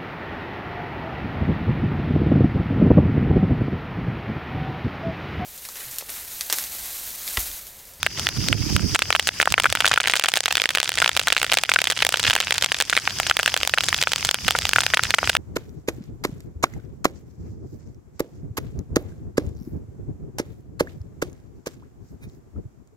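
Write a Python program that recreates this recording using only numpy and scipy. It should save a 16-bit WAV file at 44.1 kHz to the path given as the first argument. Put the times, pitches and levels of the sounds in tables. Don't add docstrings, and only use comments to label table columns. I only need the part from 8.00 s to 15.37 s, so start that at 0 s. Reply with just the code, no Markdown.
import sys
import numpy as np
from scipy import signal
from scipy.fft import rfft, irfft
from scipy.io import wavfile
from scipy.ndimage import uniform_filter1d, minimum_filter1d

SR = 44100
rng = np.random.default_rng(int(sys.argv[2]) if len(sys.argv) > 2 else 0)


def wrap_up_sound(samples):
    columns = np.atleast_2d(samples).T
    tamed = np.clip(columns, -1, 1)
    steps = np.round(tamed * 32767).astype(np.int16)
    wavfile.write(sys.argv[1], SR, steps)


N = 325017
TIME_S = np.arange(N) / SR

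# start in seconds, peak in dB before the limiter, nominal pitch in Hz.
POPS = [(0.03, 10, 3200), (0.046, -14.5, 1930), (0.0645, 15.5, 1930), (0.1956, -2, 3750), (0.269, 13, 2630),
        (0.2893, 8, 3130), (0.442, -13, 3200), (0.4856, 6.5, 3740), (0.5278, 12.5, 2150),
        (0.7645, 10.5, 2200), (0.7948, -9, 1820), (0.948, 19.5, 2880), (0.9525, 16, 2050),
        (0.9583, 18.5, 2080), (0.9916, 11.5, 2550), (1.0207, 10.5, 2153), (1.1048, 9.5, 1656),
        (1.127, 12.5, 2760), (1.1507, 14.5, 1730), (1.1621, 9.5, 2220), (1.196, 13.5, 2370),
        (1.2723, 9, 3300), (1.283, -1, 3180), (1.2897, 17, 2780), (1.4008, 8.5, 1565), (1.4142, 8, 2620),
        (1.4278, 18, 1830), (1.4565, 8.5, 2030), (1.4747, 11.5, 1070), (1.5231, 17, 3800),
        (1.5408, 19.5, 2100), (1.5797, 12, 1650), (1.5996, 15.5, 2410), (1.6358, 6, 3620),
        (1.643, 10.5, 1900), (1.6564, 16.5, 1320), (1.6632, 11, 1540), (1.7257, 18.5, 2730),
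        (1.7521, 13.5, 1660), (1.8051, 11, 2530), (1.8452, 6, 1570), (1.8554, 10, 2440),
        (1.8649, 14.5, 2870), (1.8773, 12.5, 3120), (1.914, 6, 1160), (1.932, 1, 2480),
        (1.9388, 17.5, 2490), (1.9759, 26, 1600), (1.978, 17.5, 2200), (2.0021, 19.5, 2270),
        (2.007, 16, 3940), (2.0736, 20.5, 2600), (2.083, 16, 3320), (2.098, 16.5, 2440), (2.1367, 15, 2010),
        (2.1555, 10, 2680), (2.1645, 8.5, 3060), (2.1966, 25, 3040), (2.2385, 19, 3020), (2.2451, 14, 1550),
        (2.259, 13, 3080), (2.2837, 7, 2880), (2.2862, 19.5, 2530), (2.3387, 15.5, 2610), (2.357, 10, 3500),
        (2.3656, 8, 2880), (2.372, 23.5, 3120), (2.4056, 21.5, 3900), (2.458, 18.5, 2890),
        (2.481, 12, 1930), (2.5254, 9, 3300), (2.554, 14, 3130), (2.5706, 14.5, 3250), (2.5792, 10, 2220),
        (2.6181, 16, 3230), (2.6389, 8.5, 3480), (2.6567, 27.5, 2430), (2.691, 19, 2990),
        (2.7054, 10, 2500), (2.7506, 18.5, 2570), (2.7561, 14, 3260), (2.7732, 14, 2050), (2.7841, 9, 2600),
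        (2.8017, 22, 3170), (2.83, 16.5, 2870), (2.8922, 22.5, 2680), (2.9187, 10, 2470), (2.9744, 3, 2530),
        (3.0188, 7, 2004), (3.0232, 3, 2770), (3.0443, 10, 2500), (3.0604, 16, 2200), (3.0776, 14, 3080),
        (3.0926, 18.5, 2120), (3.1665, 10, 2690), (3.1734, 19, 2980), (3.1951, 17.5, 3070),
        (3.2722, 18, 2100), (3.2781, 11, 1450), (3.2837, 16, 3380), (3.3028, 11, 2500),
        (3.3235, 20.5, 2350), (3.3278, 19, 2840), (3.3337, 3, 2780), (3.3659, 21, 2060), (3.3791, 16, 3120),
        (3.4162, 8, 2500), (3.4298, 19, 2140), (3.4446, 12.5, 2030), (3.5181, 7, 3070), (3.5239, 8, 2300),
        (3.5347, 15, 3140), (3.5412, 14, 2580), (3.572, 19, 2500), (3.5864, 17, 3250), (3.6362, 23, 2480),
        (3.6923, 12.5, 1900), (3.6961, 10, 4200), (3.7171, 10.5, 2110), (3.7384, 12.5, 3320),
        (3.76, 15, 2220), (3.7884, 10.5, 2100), (3.8175, 18.5, 2770), (3.842, 14.5, 3500),
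        (3.872, 9.5, 2520), (3.901, 21.5, 3140), (3.9131, 14, 2720), (3.922, 12.5, 2700),
        (4.0226, 14.2, 2610), (4.0249, 17, 2470), (4.0497, 16, 2520), (4.067, 13.5, 2940),
        (4.091, 15.5, 2970), (4.1237, 5, 2800), (4.1415, 13, 2160), (4.172, 4.5, 3400), (4.1962, 4.5, 2780),
        (4.2668, 0.5, 3040), (4.2996, 5, 2850), (4.3079, 12, 2510), (4.3314, 6, 2200), (4.353, 15, 2970),
        (4.3632, 13.5, 1700), (4.4029, 15.5, 3650), (4.412, 8.5, 3080), (4.508, 14.5, 2770),
        (4.5227, 11.5, 2260), (4.542, 4.5, 3900), (4.5814, 13, 3510), (4.6116, -1, 3520), (4.6239, 7, 3080),
        (4.6376, 1.5, 3060), (4.6446, 18.5, 2820), (4.6611, 12.5, 3230), (4.7189, 18.5, 2280),
        (4.7451, 11.5, 3000), (4.8022, 12, 2750), (4.81, 20.5, 3470), (4.8233, 19, 4100),
        (4.898, 13.5, 3500), (4.928, 7, 1610), (4.967, 8, 2730), (4.9755, 15, 1970), (5.0758, 11, 1760),
        (5.1999, 7, 1830), (5.2668, 0.5, 2880), (5.298, 5, 3160), (5.3112, 9.5, 1500), (5.312, 14, 1900),
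        (5.3687, 15, 2560), (5.3915, 10.8, 1710), (5.431, 5, 2960), (5.46, 7, 2570), (5.4776, 10, 2050),
        (5.5417, 16, 2870), (5.5651, 9.5, 2100), (5.5754, 7, 3650), (5.6323, 11, 3020), (5.6506, 1.5, 2600),
        (5.675, 15, 3300), (5.6954, 6.5, 3100), (5.7379, 17, 2080), (5.7761, 6.5, 1540), (5.7843, 12, 2620),
        (5.8074, 8.5, 3000), (5.837, 2.5, 3030), (5.8857, 8.5, 3470), (5.9277, 2, 1660), (5.9444, 8, 3200),
        (6.015, 4, 3760), (6.0256, 18.5, 3030), (6.0368, 13.5, 3100), (6.0723, 10, 1820),
        (6.1189, 4.5, 2730), (6.1341, 13, 3020), (6.16, 8.5, 3460), (6.2492, 6.5, 3860), (6.2904, 10, 2680),
        (6.3119, 16.5, 3860), (6.3441, 15, 2660), (6.4811, 8.5, 2580), (6.485, 5.5, 1870),
        (6.5079, 11.5, 2800), (6.551, 2, 1200), (6.588, 10.5, 3250), (6.6534, 7.5, 2950),
        (6.6922, 10.5, 3750), (6.7333, 7.5, 2320), (6.76, 6.5, 1550), (6.7626, 3.5, 2360),
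        (6.7846, 6.5, 1540), (6.806, 9, 3540), (6.8352, 2, 2700), (6.8649, 12.5, 2900), (6.937, 9, 1730),
        (6.9433, 14, 3040), (6.972, 15, 2010), (6.976, 8, 3070), (6.994, 9, 1620), (7.0357, 9, 3900),
        (7.1064, 11, 2900), (7.14, 16.5, 1700), (7.145, 16, 3200), (7.1847, 10, 1544), (7.23, 1, 1010),
        (7.2747, 2, 1900), (7.2952, 4, 3170), (7.2976, 15.5, 2450), (7.3518, 20, 1890), (7.3655, 12, 2780),
        (7.3686, 15.5, 2500)]
def pops():
    start_s, peak_db, hz = np.transpose(POPS)
    count = len(start_s)
    throws = rng.random(count) < 0.4
    droplet_s = np.minimum(start_s + 0.001184 + 0.0041 * rng.random(count), N / SR - .001)
    droplet_db = peak_db - rng.uniform(2, 10, count)
    droplet_hz = hz * rng.uniform(0.67, 2.37, count)
    droplets = steam_bursts(droplet_s[throws], droplet_db[throws], droplet_hz[throws], tear_db=18)
    return steam_bursts(start_s, peak_db, hz, tear_db=24.2) + droplets


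# time in seconds, base rate in bursts per second, highest peak in dB.
SPUTTER = [(0, 55, -11), (.9, 55, -16.5), (1.1, 60, -4.5), (1.9, 217, 6), (4.6, 200, 1.5), (5.2, 130, -3.5)]
def sputter(candidates=2100, stray_share=0.5, stir_s=.025, lull_s=0.013):
    times, rates, tops_db = np.transpose(SPUTTER)
    start_s = rng.uniform(0, N / SR, candidates)
    after_pop_s = start_s[:, None] - np.transpose(POPS)[0]
    since_last_s = np.where(after_pop_s > 0, after_pop_s, np.inf).min(1)
    rate = np.interp(start_s, times, rates) * (stray_share + np.exp(-since_last_s / stir_s))
    in_lull = ((after_pop_s < 0) & (after_pop_s > -lull_s)).any(1)
    start_s = start_s[(rng.random(candidates) < rate * N / SR / candidates) & ~in_lull]
    peak_db = np.interp(start_s, times, tops_db) - 24 * rng.random(len(start_s)) ** 1.94
    hz = 2000 * 2.67 ** rng.random(len(start_s))
    return steam_bursts(start_s, peak_db, hz, tear_db=8.1)


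# frequency in Hz, relative gain in dB.
PAN_COLOUR = [(100, -23), (380, -9), (500, -2), (760, 0), (1100, -4.5), (1440, 2), (2290, 0.5), (3250, 3),
              (5450, 1.5), (8330, 10.5), (11600, 2.5), (14000, 3), (16500, 5)]
# frequency in Hz, left minus right in dB.
PAN_BALANCE = [(300, 1.5), (700, 1.5), (1300, 2.5), (2400, -3.5), (4400, -0.5), (15000, 1.5)]
def steam_bursts(start_s, peak_db, hz, tear_db, size=1024):
    count = len(start_s)
    freqs, two_sided_hz = np.fft.rfftfreq(size, 1 / SR), abs(np.fft.fftfreq(size, 1 / SR))
    pitch = hz[:, None]
    cycles = np.arange(size) / SR * pitch * 1.019
    wobble = np.sin(2 * np.pi * cycles) * cycles * np.exp(-cycles / 0.29)
    tear_gain = (pitch / 3000) ** 2.2 * gain_of(tear_db - 32 * rng.random((count, 1)) ** 0.52)
    tear = (cycles < .45) * cycles * tear_gain
    source = rfft(0.43 * wobble / wobble.max(1, keepdims=True) + tear) * bowl_ring(freqs, pitch)
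    pair = []
    for side, echoes in zip((.5, -.5), wall_echoes(freqs, count)):
        arrival = delayed(freqs, .00004 * rng.random((count, 1)))
        colour_db = db_at(PAN_COLOUR, two_sided_hz) + side * db_at(PAN_BALANCE, two_sided_hz)
        pair.append(irfft(source * (1 + echoes) * arrival * rfft(sharp_impulse(colour_db))))
    pair = np.array(pair)[:, :, :size // 2]
    pair *= (gain_of(peak_db) / abs(pair).max((0, 2)))[:, None]
    samples = np.round(start_s * SR).astype(int)[:, None] + np.arange(size // 2)
    out = np.zeros((2, N + size))
    for channel, bursts in zip(out, pair):
        np.add.at(channel, samples, bursts)
    return out[:, :N]


def bowl_ring(freqs, pitch, ring_hz=1440, width_hz=100, reach_hz=130):
    lift = 3 * np.exp(-((pitch - ring_hz) / reach_hz) ** 2)
    return 1 + lift / (1 + 1j * (freqs - ring_hz) / width_hz)


def wall_echoes(freqs, count, dull_hz=6650):
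    shared = 0.21 * delayed(freqs, 0.000549 + 0.00043 * rng.random((count, 1)))
    path_s = 0.00032 + 0.003466 * rng.random((count, 8, 1)) ** 1.356
    polarity = rng.choice([-1, 1], path_s.shape)
    for _ in range(2):
        delay_s = path_s + 0.00013 * rng.random(path_s.shape)
        scattered = (.5 * polarity * np.exp(-delay_s / 0.0019) * delayed(freqs, delay_s)).sum(1)
        yield (shared + scattered) / (1 + 1j * freqs / dull_hz)


# frequency in Hz, relative density in dB.
FIZZ_SPECTRUM = [(200, -60), (500, -24), (2280, -17.5), (3240, -16.5), (3970, -21.5), (7260, -23.5),
                 (9330, -28.5), (14400, -34.5), (16500, -61)]
def oil_fizz(level_db=-29):
    times, rates, _ = np.transpose(SPUTTER)
    level = gain_of(level_db) * np.interp(TIME_S, times, rates / rates.max()) ** 0.33
    return level * stereo_noise(FIZZ_SPECTRUM, coherence=0.64, patchy_db=2.8, flicker_db=2.8, size=256)


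# frequency in Hz, relative density in dB.
CICADA_SPECTRUM = [(4000, -46), (4400, -10), (4850, 0), (5300, -3.5), (6140, -6), (6600, -12), (7300, -27)]
# time in seconds, level in dB.
CICADA_LEVELS = [(0.2, -29), (.5, -27), (2, -30), (7.4, -28.5)]
def cicadas():
    hiss = stereo_noise(CICADA_SPECTRUM, coherence=0.033, patchy_db=0.92, flicker_db=1, size=512)
    return envelope(CICADA_LEVELS) * hiss


# frequency in Hz, relative density in dB.
WIND_SPECTRUM = [(25, -45), (76, 1.5), (120, 1), (263, -7.5), (430, -24), (600, -54), (1320, -120)]
# time of the peak in seconds, relative level in dB.
GUSTS = [(0.388, -12.5), (.47, -32), (.51, -13), (.553, -4.5), (0.753, -5), (0.841, -7), (0.94, -17),
         (1.522, -13.5), (1.71, -18), (4.29, -26), (6.46, -26)]
def wind(breeze_db=-42, rise_db_per_s=307, fall_db_per_s=249, thump_hz=95, thump_s=0.0083):
    level, thumps = gain_of(breeze_db), 0
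    for peak_s, db in GUSTS:
        t = TIME_S - peak_s
        level = level + gain_of(db - np.maximum(-rise_db_per_s * t, fall_db_per_s * t))
        push = np.sin(2 * np.pi * (thump_hz * TIME_S + rng.random()))
        thumps = thumps + gain_of(db) * np.exp(-(t / thump_s) ** 2) * push
    turbulence = stereo_noise(WIND_SPECTRUM, coherence=0, patchy_db=1, flicker_db=4, size=512)
    puffs = np.tanh(2 * (0.89 * level * turbulence + 1.54 * thumps)) / 2
    housing = signal.butter(2, 55, "high", fs=SR)
    return signal.lfilter(*housing, puffs) * gain_of([[-22], [0]])


# frequency in Hz, relative density in dB.
RUMBLE_SPECTRUM = [(25, -23), (81, 6.5), (102, 2.5), (156, -2), (254, -10.5), (400, -11.5), (520, -22.5),
                   (880, -120)]
# time in seconds, level in dB.
RUMBLE_LEVELS = [(0, -31), (1.1, -33), (1.9, -35), (2.2, -39), (3, -33.5), (5.6, -36), (7.4, -29.5)]
def rumble():
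    low = stereo_noise(RUMBLE_SPECTRUM, coherence=0.94, patchy_db=1, flicker_db=1, size=2048)
    return envelope(RUMBLE_LEVELS) * low


def stereo_noise(spectrum, coherence, patchy_db, flicker_db, size):
    frames, hz = 4 * N // size + 5, np.fft.rfftfreq(size, 1 / SR)
    left_re, left_im, apart_re, apart_im, drift = rng.standard_normal((frames, len(hz), 5)).T
    flicker = unit_rms(uniform_filter1d(drift[0], size=3))
    patches = unit_rms(uniform_filter1d(uniform_filter1d(drift, size=8, axis=0), size=10, axis=1))
    left = left_re + 1j * left_im
    right = coherence * left + np.sqrt(1 - coherence ** 2) * (apart_re + 1j * apart_im)
    gain = gain_of(db_at(spectrum, hz)[:, None] + patchy_db * patches + flicker_db * flicker)
    _, sound = signal.istft(np.array([left, right]) * gain, nperseg=size, noverlap=3 * size // 4)
    return unit_rms(sound[:, :N])


def sharp_impulse(db):
    log_gain = np.log(gain_of(db))
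    return np.fft.ifft(np.exp(np.conj(signal.hilbert(log_gain)))).real


def delayed(freqs, delay_s):
    return np.exp(-2j * np.pi * freqs * delay_s)


def db_at(spectrum, hz):
    freqs, db = np.transpose(spectrum)
    return np.interp(np.log(hz + 1), np.log(freqs + 1), db)


def envelope(levels):
    return gain_of(np.interp(TIME_S, *np.transpose(levels)))


def gain_of(db):
    return 10 ** (np.asarray(db) / 20)


def unit_rms(x):
    return x / np.sqrt(np.mean(x ** 2) + 1e-20)


def scene():
    return pops() + sputter() + oil_fizz() + cicadas() + wind() + rumble()


def record(dry, ceiling_db=.6, recovery_s=.09, band_limit_hz=16600):
    over_db = np.maximum(20 * np.log10(abs(dry).max(0) + 1e-9) - ceiling_db, 1e-3)
    over_db[0] = 15.0
    held_db = -minimum_filter1d(-over_db, size=441, origin=180)
    release = TIME_S / recovery_s
    cut_db = np.exp(np.maximum.accumulate(np.log(held_db) + release) - release)
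    limited = np.clip(dry / gain_of(uniform_filter1d(cut_db, size=40)), -1, 1)
    low_pass = signal.firwin(511, band_limit_hz, window=("kaiser", 9), fs=SR)
    return signal.oaconvolve(limited, low_pass[None], "same")


dry = scene()
out = record(dry)
wrap_up_sound(out)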